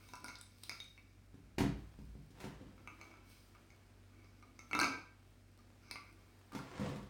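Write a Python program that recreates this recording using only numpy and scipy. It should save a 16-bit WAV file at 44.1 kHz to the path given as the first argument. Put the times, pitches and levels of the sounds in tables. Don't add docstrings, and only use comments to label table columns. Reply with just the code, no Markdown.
import sys
import numpy as np
from scipy import signal
from scipy.fft import rfft, irfft, next_fast_len
from scipy.io import wavfile
from scipy.ndimage import map_coordinates

SR = 44100
rng = np.random.default_rng(int(sys.argv[2]) if len(sys.argv) > 2 else 0)


def wav_out(sig):
    wavfile.write(sys.argv[1], SR, np.round(np.clip(np.atleast_2d(sig).T, -1, 1) * 32767).astype(np.int16))


def gain_from_decibels(decibels):
    exponent = np.asarray(decibels, float) / 20
    return 10 ** exponent


N = 312669


def unit(x):
    return x / np.sqrt(np.mean(x ** 2) + 1e-20)


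def along(points, hz):
    point_hz, value = np.transpose(points)
    return np.interp(np.log(hz + 1), np.log(point_hz + 1), value)


def curves(tables):
    gains, t = 0, np.arange(N) / SR
    fade_s = 0.02
    for rows in tables:
        start_s, *columns_db = np.transpose(rows)
        inside_s = np.minimum(t - start_s[0], start_s[-1] - t)
        fade = np.clip(inside_s / fade_s + 1, 0, 1)
        gains = gains + fade * gain_from_decibels([np.interp(t, start_s, db) for db in columns_db])
    return gains


def filtered(x, response):
    size = next_fast_len(N + SR // 2)
    spectrum = rfft(x, size) * response(np.fft.rfftfreq(size, 1 / SR))
    return irfft(spectrum, size)[..., :N]


def coloured(x, spectrum):
    return unit(filtered(x, lambda hz: gain_from_decibels(along(spectrum, hz))))


def resonant(x, modes):
    def response(hz):
        total = 0
        for k, (centre_hz, width_hz, db) in enumerate(modes):
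            damping = 1j * hz * width_hz
            total = total + (-1) ** k * gain_from_decibels(db) * damping / (centre_hz ** 2 - hz ** 2 + damping)
        return total
    return unit(filtered(x, response))


def grains(rate_hz, spread_db, bed):
    hit = rng.random(N) < rate_hz / SR
    size = gain_from_decibels(spread_db * rng.exponential(size=N))
    impacts = unit(hit * size * rng.standard_normal(N))
    return impacts + bed * rng.standard_normal(N)


def ring(modes, t, scatter_db):
    hz, width_hz, db = np.transpose(modes)[:, :, None]
    strength, detune = rng.standard_normal((2, len(modes), 1))
    decay = np.exp(-np.pi * width_hz * t)
    tone = np.sin(2 * np.pi * hz * (1 + 0.0058 * detune) * t)
    x = (gain_from_decibels(db + scatter_db * strength) * decay * tone).sum(0)
    return x / np.abs(x).max()


def band_noise(noise, low_hz, high_hz):
    return signal.lfilter(*signal.butter(1, [low_hz, high_hz], "band", fs=SR), noise)


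# frequency in Hz, level in dB rms.
HUM = [(48.4, -70), (96.9, -66.5), (242.2, -77.5)]
# frequency in Hz, level in dB per Hz.
AIR = [(21, -38), (35, -6.5), (103, -7), (147, -11), (252, -11), (431, -18.5), (778, -25.5), (930, -32),
       (1440, -24.5), (2010, -27.5), (2220, -24.5), (3100, -33), (7230, -35.5), (9100, -38.5), (16000, -46)]


def fridge():
    t = np.arange(N) / SR

    def waver(rate_hz):
        points = rng.standard_normal(int(N * rate_hz / SR) + 4)
        return map_coordinates(points, [t * rate_hz])

    hum = 0
    for hz, db in HUM:
        level = gain_from_decibels(db + 3 + 1.1 * waver(3.3))
        hum = hum + level * np.sin(2 * np.pi * hz * t + 0.43 * waver(4.3))
    air = gain_from_decibels(-68.5 + 0.5 * waver(2.07)) * coloured(rng.standard_normal(N), AIR)
    return hum + air


# time in seconds, base in dB, plates in dB, rods in dB.
RATTLE = [
    [(0.0, -77, -58, -74), (0.114, -66, -71, -63), (0.184, -87, -74, -77), (0.24, -57, -75, -72),
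     (0.3, -75, -72, -68), (0.38, -88, -72, -57), (0.406, -74, -84, -69), (0.578, -83, -71, -71),
     (0.63, -81, -69, -74), (0.704, -67, -67, -74), (0.852, -97, -87, -65), (1.018, -72.5, -83, -79),
     (1.088, -95, -81, -76), (1.12, -82, -81, -78), (1.15, -70, -78, -80)],
    [(2.8, -67, -72, -82), (2.834, -72, -75, -82), (2.87, -65, -67, -79), (2.992, -82, -65, -80),
     (3.08, -69, -61, -73), (3.094, -75, -66, -79), (3.212, -72.5, -68, -77), (3.318, -86, -63, -69),
     (3.372, -83, -66, -69), (3.4, -87, -68, -61)],
    [(4.05, -90, -85, -88), (4.112, -75, -70, -86), (4.208, -70, -66, -83), (4.234, -74, -67, -74),
     (4.382, -81, -74, -77), (4.41, -86, -71, -81), (4.454, -61, -60, -82), (4.5, -66.5, -72.5, -87)],
    [(4.56, -70, -73, -74), (4.684, -90, -64, -73), (4.74, -42, -67, -71), (4.794, -42.5, -63, -63),
     (4.834, -41.5, -60, -68), (4.874, -50, -56, -69), (4.9, -66, -56, -57), (5.0, -62, -64, -67)],
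    [(5.8, -74, -67, -71), (5.94, -65, -55, -60), (5.974, -72, -76, -77), (5.992, -83, -65, -79),
     (6.098, -92, -61, -77), (6.124, -66, -78, -74), (6.24, -87, -69, -84), (6.268, -83, -68, -82),
     (6.3, -71, -66, -76)],
]
# frequency in Hz, width in Hz, level in dB.
BASE = [(282, 29, 0)]
PLATES = [(1010, 29, -6), (1190, 33, -4), (1319, 27, -5.5), (1384, 19, -4.5), (1468, 23, -5),
          (1562, 18, -6.5)]
HOPPER = [(2152, 34, -4.5), (2246, 18.7, 1.5), (2293, 25, -2.5), (2429, 24, -7), (2625, 24.5, -7)]
RODS = [(3770, 53, -8), (4086, 70, -2.5), (4384, 94, 0), (4940, 250, 4), (5580, 220, 2.5), (6220, 130, 3.5)]


def rattle():
    base, plates, rods = curves(RATTLE)
    shake = grains(rate_hz=400, spread_db=3.5, bed=0.57)
    x = gain_from_decibels(-9) * plates * resonant(shake, PLATES + HOPPER)
    x += gain_from_decibels(-9) * rods * resonant(shake, RODS)
    x += gain_from_decibels(1) * base * resonant(shake, BASE)
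    return x


# time in seconds, fine grains in dB, coarse grains in dB.
RUSTLE = [(0.0, -71.5, -73), (0.1, -68.5, -83), (0.22, -78, -77), (0.28, -68, -70), (0.41, -86, -88),
          (0.65, -68.5, -79), (0.75, -70, -84), (0.89, -78, -92), (1.05, -84.5, -84), (1.42, -84, -74.5),
          (1.62, -89, -77), (1.76, -78.5, -67), (2.13, -80.5, -75.5), (2.35, -79, -82), (2.43, -65, -69),
          (2.55, -82, -63.5), (2.84, -80.5, -73), (3.06, -75, -62), (3.2, -87, -69), (3.3, -67, -77),
          (3.59, -80.5, -69.5), (4.52, -83.5, -74), (4.68, -78, -74), (4.76, -67, -69), (4.82, -79, -64),
          (4.88, -73, -55), (4.91, -72, -58), (5.01, -81, -68), (5.07, -87, -74.5), (5.29, -80, -72),
          (5.39, -82, -77), (5.59, -84, -73), (6.0, -79.5, -76), (6.26, -78, -72), (6.57, -78.5, -70),
          (6.63, -75, -70), (6.71, -74, -61), (6.77, -76, -56), (6.85, -74, -45), (6.97, -74, -65),
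          (7.09, -85, -64)]
# frequency in Hz, level in dB per Hz.
FINE = [(1470, -26), (2500, -4), (2900, -3), (5150, 0), (7130, -11), (8870, -1.5), (10400, -10),
        (16000, -6)]
COARSE = [(180, -37), (300, -2.5), (447, -8.5), (666, -9), (1360, -12.5), (2430, -17.5), (9000, -32),
          (11700, -60), (19800, -120)]


def cloth():
    fine, coarse = curves([RUSTLE])
    bright = coloured(grains(rate_hz=2300, spread_db=3.5, bed=1.0), FINE)
    dull = coloured(grains(rate_hz=900, spread_db=3, bed=1.0), COARSE)
    return gain_from_decibels(-0.5) * fine * bright + gain_from_decibels(-4.5) * coarse * dull


# start in seconds, rods in dB, plates in dB, hopper in dB,
# snap in dB, struck plate pitch in Hz.
TICKS = [(0.0887, -51, -59.5, -59.5, -62, 1010), (0.1361, -42.5, -42.5, -52.5, -61, 1010),
         (0.155, -46, -67, -63, -52, 1030), (0.174, -61, -65, -73, -68, 1380),
         (0.2442, -40, -44, -52, -43, 1434), (0.2614, -46, -55.5, -68, -60, 1240),
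         (0.2832, -43, -62, -47.5, -60, 1240), (0.2903, -46, -48, -49.5, -59, 1420),
         (0.3553, -41, -71, -63, -66, 1420), (0.387, -63, -69, -68, -53, 1355),
         (0.4125, -49, -68, -77, -43, 1425), (0.4354, -67, -78, -77, -61, 1000),
         (0.6353, -40.5, -66, -79, -45, 1360), (0.6952, -30.5, -65, -40.5, -47, 1390),
         (0.7157, -54, -50.5, -49, -69, 1380), (0.7562, -55, -68, -70, -68, 1230),
         (0.8026, -38.5, -74, -66, -59, 1440), (0.842, -61, -79, -72, -58, 1440),
         (0.9778, -61.5, -69, -54.5, -73, 1122), (2.7799, -69, -61, -64, -80, 1330),
         (2.8748, -53.5, -46.5, -45, -64, 1250), (3.0133, -48, -52.5, -50, -73, 1280),
         (3.1396, -66, -57, -62, -80, 1320), (3.55, -62, -58.5, -63.5, -84, 1220),
         (3.704, -58, -71, -61.5, -82, 1380), (4.0992, -75, -73, -74, -84, 1250),
         (4.4264, -61, -57, -63, -73, 1223), (4.592, -44.5, -57, -51.5, -62, 1320),
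         (4.7122, -48, -44, -46.5, -66, 1370), (4.7321, -45, -40, -29.5, -65, 1313),
         (4.7509, -33, -29.5, -40, -51, 1320), (4.7912, -28, -29.5, -32, -37, 1290),
         (4.8, -26.5, -30.5, -37, -37, 1306), (4.8141, -26, -28, -32.5, -44, 1575),
         (4.8323, -35, -31.5, -30.5, -46, 1284), (4.8434, -27, -33, -37.5, -51, 1310),
         (5.59, -62, -67, -74, -79, 1210), (5.912, -33, -59, -44.5, -42.5, 995),
         (5.9576, -57, -45.5, -43.5, -67, 1167), (6.52, -68, -50.5, -65, -79, 1205),
         (6.5905, -47.5, -43.5, -58, -57, 1100)]
# frequency in Hz, width in Hz, level in dB.
SNAP = [(8020, 185, 3), (9150, 410, 11), (11000, 900, -15), (14300, 1500, -14)]


def ticks():
    out, t = np.zeros(N + SR), np.arange(SR // 5) / SR
    for start_s, rods_db, plates_db, hopper_db, snap_db, plate_hz in TICKS:
        struck_plates = [(plate_hz, 22, 6)] + PLATES
        x = gain_from_decibels(plates_db + 4.5) * ring(struck_plates, t, scatter_db=3)
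        x += gain_from_decibels(hopper_db + 5.5) * ring(HOPPER, t, scatter_db=4.5)
        x += gain_from_decibels(rods_db + 3) * ring(RODS, t, scatter_db=11.5)
        x += gain_from_decibels(snap_db + 6) * ring(SNAP, t, scatter_db=5.5)
        out[round(start_s * SR):][:len(t)] += x
    return out[:N]


# start in seconds, wood in dB, floor boom in dB,
# edge in dB, crack in dB, wood pitch in Hz.
KNOCKS = [(1.179, -60, -66, -81, -74, 140), (1.343, -43, -61, -72, -67, 172),
          (1.429, -57, -63, -77, -77, 145), (1.583, -22, -40.5, -34, -48, 336),
          (1.607, -19, -46, -40, -54, 274), (1.639, -23, -48, -53, -61, 196),
          (1.989, -38.5, -45, -68, -65, 160.6), (2.089, -55, -58, -73, -68, 197),
          (2.153, -39, -58, -80, -75, 158), (2.219, -52, -66, -74, -77, 307),
          (2.305, -48, -63, -69, -60, 163), (2.402, -48, -65, -48.5, -53, 173),
          (2.443, -33.5, -54, -50.5, -59, 149), (2.612, -42.5, -64, -68.5, -80, 255),
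          (2.669, -48, -66, -69, -81, 199), (2.818, -54, -66, -76, -78, 132),
          (6.531, -40, -71, -53, -69, 226), (6.55, -31, -62, -43.5, -65, 263),
          (6.797, -27, -62, -51.5, -65, 153), (6.89, -30.5, -59, -51.5, -66, 151),
          (6.959, -36.5, -62, -53, -63, 205), (7.029, -46, -53, -66, -68, 210)]


def knocks():
    out, t = np.zeros(N + SR), np.arange(SR // 3) / SR
    for start_s, wood_db, boom_db, edge_db, crack_db, wood_hz in KNOCKS:
        edge_noise, crack_noise = rng.standard_normal((2, len(t)))
        boom_rise = 1 - np.exp(-t / 0.011)
        wood = [(wood_hz, 22, 4), (155, 20, 0), (204, 16, 0), (275, 22, 0), (380, 30, -6)]
        x = gain_from_decibels(boom_db + 7) * ring([(57.4, 5.4, 0)], t, scatter_db=0) * boom_rise
        x += gain_from_decibels(wood_db) * ring(wood, t, scatter_db=3)
        x += gain_from_decibels(edge_db - 1) * band_noise(edge_noise, 400, 1500) * 4.4 * np.exp(-t / 0.015)
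        x += gain_from_decibels(crack_db - 7) * band_noise(crack_noise, 2000, 7000) * 1.9 * np.exp(-t / 0.013)
        out[round(start_s * SR):][:len(t)] += x
    return out[:N]


# time in seconds, force in dB, grit in dB re force.
DRAG = [
    [(2.33, -72, -7), (2.364, -67, 8), (2.41, -54, -8), (2.43, -50, 0), (2.448, -43, -11),
     (2.598, -67.5, -13), (2.616, -52, -17), (2.722, -62, -14), (2.8, -62, -8)],
    [(6.48, -72, 0), (6.52, -70, 1), (6.534, -43, -14), (6.552, -44.5, -14), (6.674, -58.5, 4.5),
     (6.72, -50, -5), (6.808, -40.5, -9), (6.846, -35, -19), (6.914, -41.5, -11), (7.09, -66, -5)],
]
# frequency in Hz, width in Hz, level in dB.
SEAT = [(151, 65, -0.5), (519.6, 42, -2.5), (980, 42, -25), (1146, 34, -10)]


def drag():
    force, grit = curves(DRAG)
    slips = grains(rate_hz=130, spread_db=4.5, bed=0.57)
    hiss = coloured(grains(rate_hz=1700, spread_db=4.5, bed=0.93), COARSE)
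    return force * (gain_from_decibels(-4) * resonant(slips, SEAT) + gain_from_decibels(-4) * grit * hiss)


# frequency in Hz, 60 dB decay time in seconds.
KITCHEN = [(60, 0.68), (200, 0.41), (1000, 0.48), (4000, 0.44), (12000, 0.27)]


def room(x, wet_db):
    hz, t, bins = signal.stft(rng.standard_normal(SR * 3 // 4), SR, nperseg=256)
    decay = gain_from_decibels(-60 * t / along(KITCHEN, hz)[:, None])
    tail = signal.istft(bins * decay, SR, nperseg=256)[1]
    tail = tail * (1 - np.exp(-np.arange(len(tail)) / SR / 0.0038))
    tail = tail / np.linalg.norm(tail)
    return x + gain_from_decibels(wet_db) * signal.fftconvolve(x, tail)[:N]


def scene():
    grinder = room(ticks(), wet_db=-2.5) + room(rattle() + cloth(), wet_db=-2.5)
    chair = room(knocks() + drag(), wet_db=-0.5)
    mix = grinder + gain_from_decibels(-3) * chair + fridge()
    return mix[None]


def band_limit(x):
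    return signal.sosfilt(signal.butter(12, 16660, fs=SR, output="sos"), x)


def record(dry):
    mix = filtered(dry, lambda hz: 1 / (1 + (36 / (hz + 1)) ** 8))
    return band_limit(mix)


dry = scene()
out = record(dry)
wav_out(out)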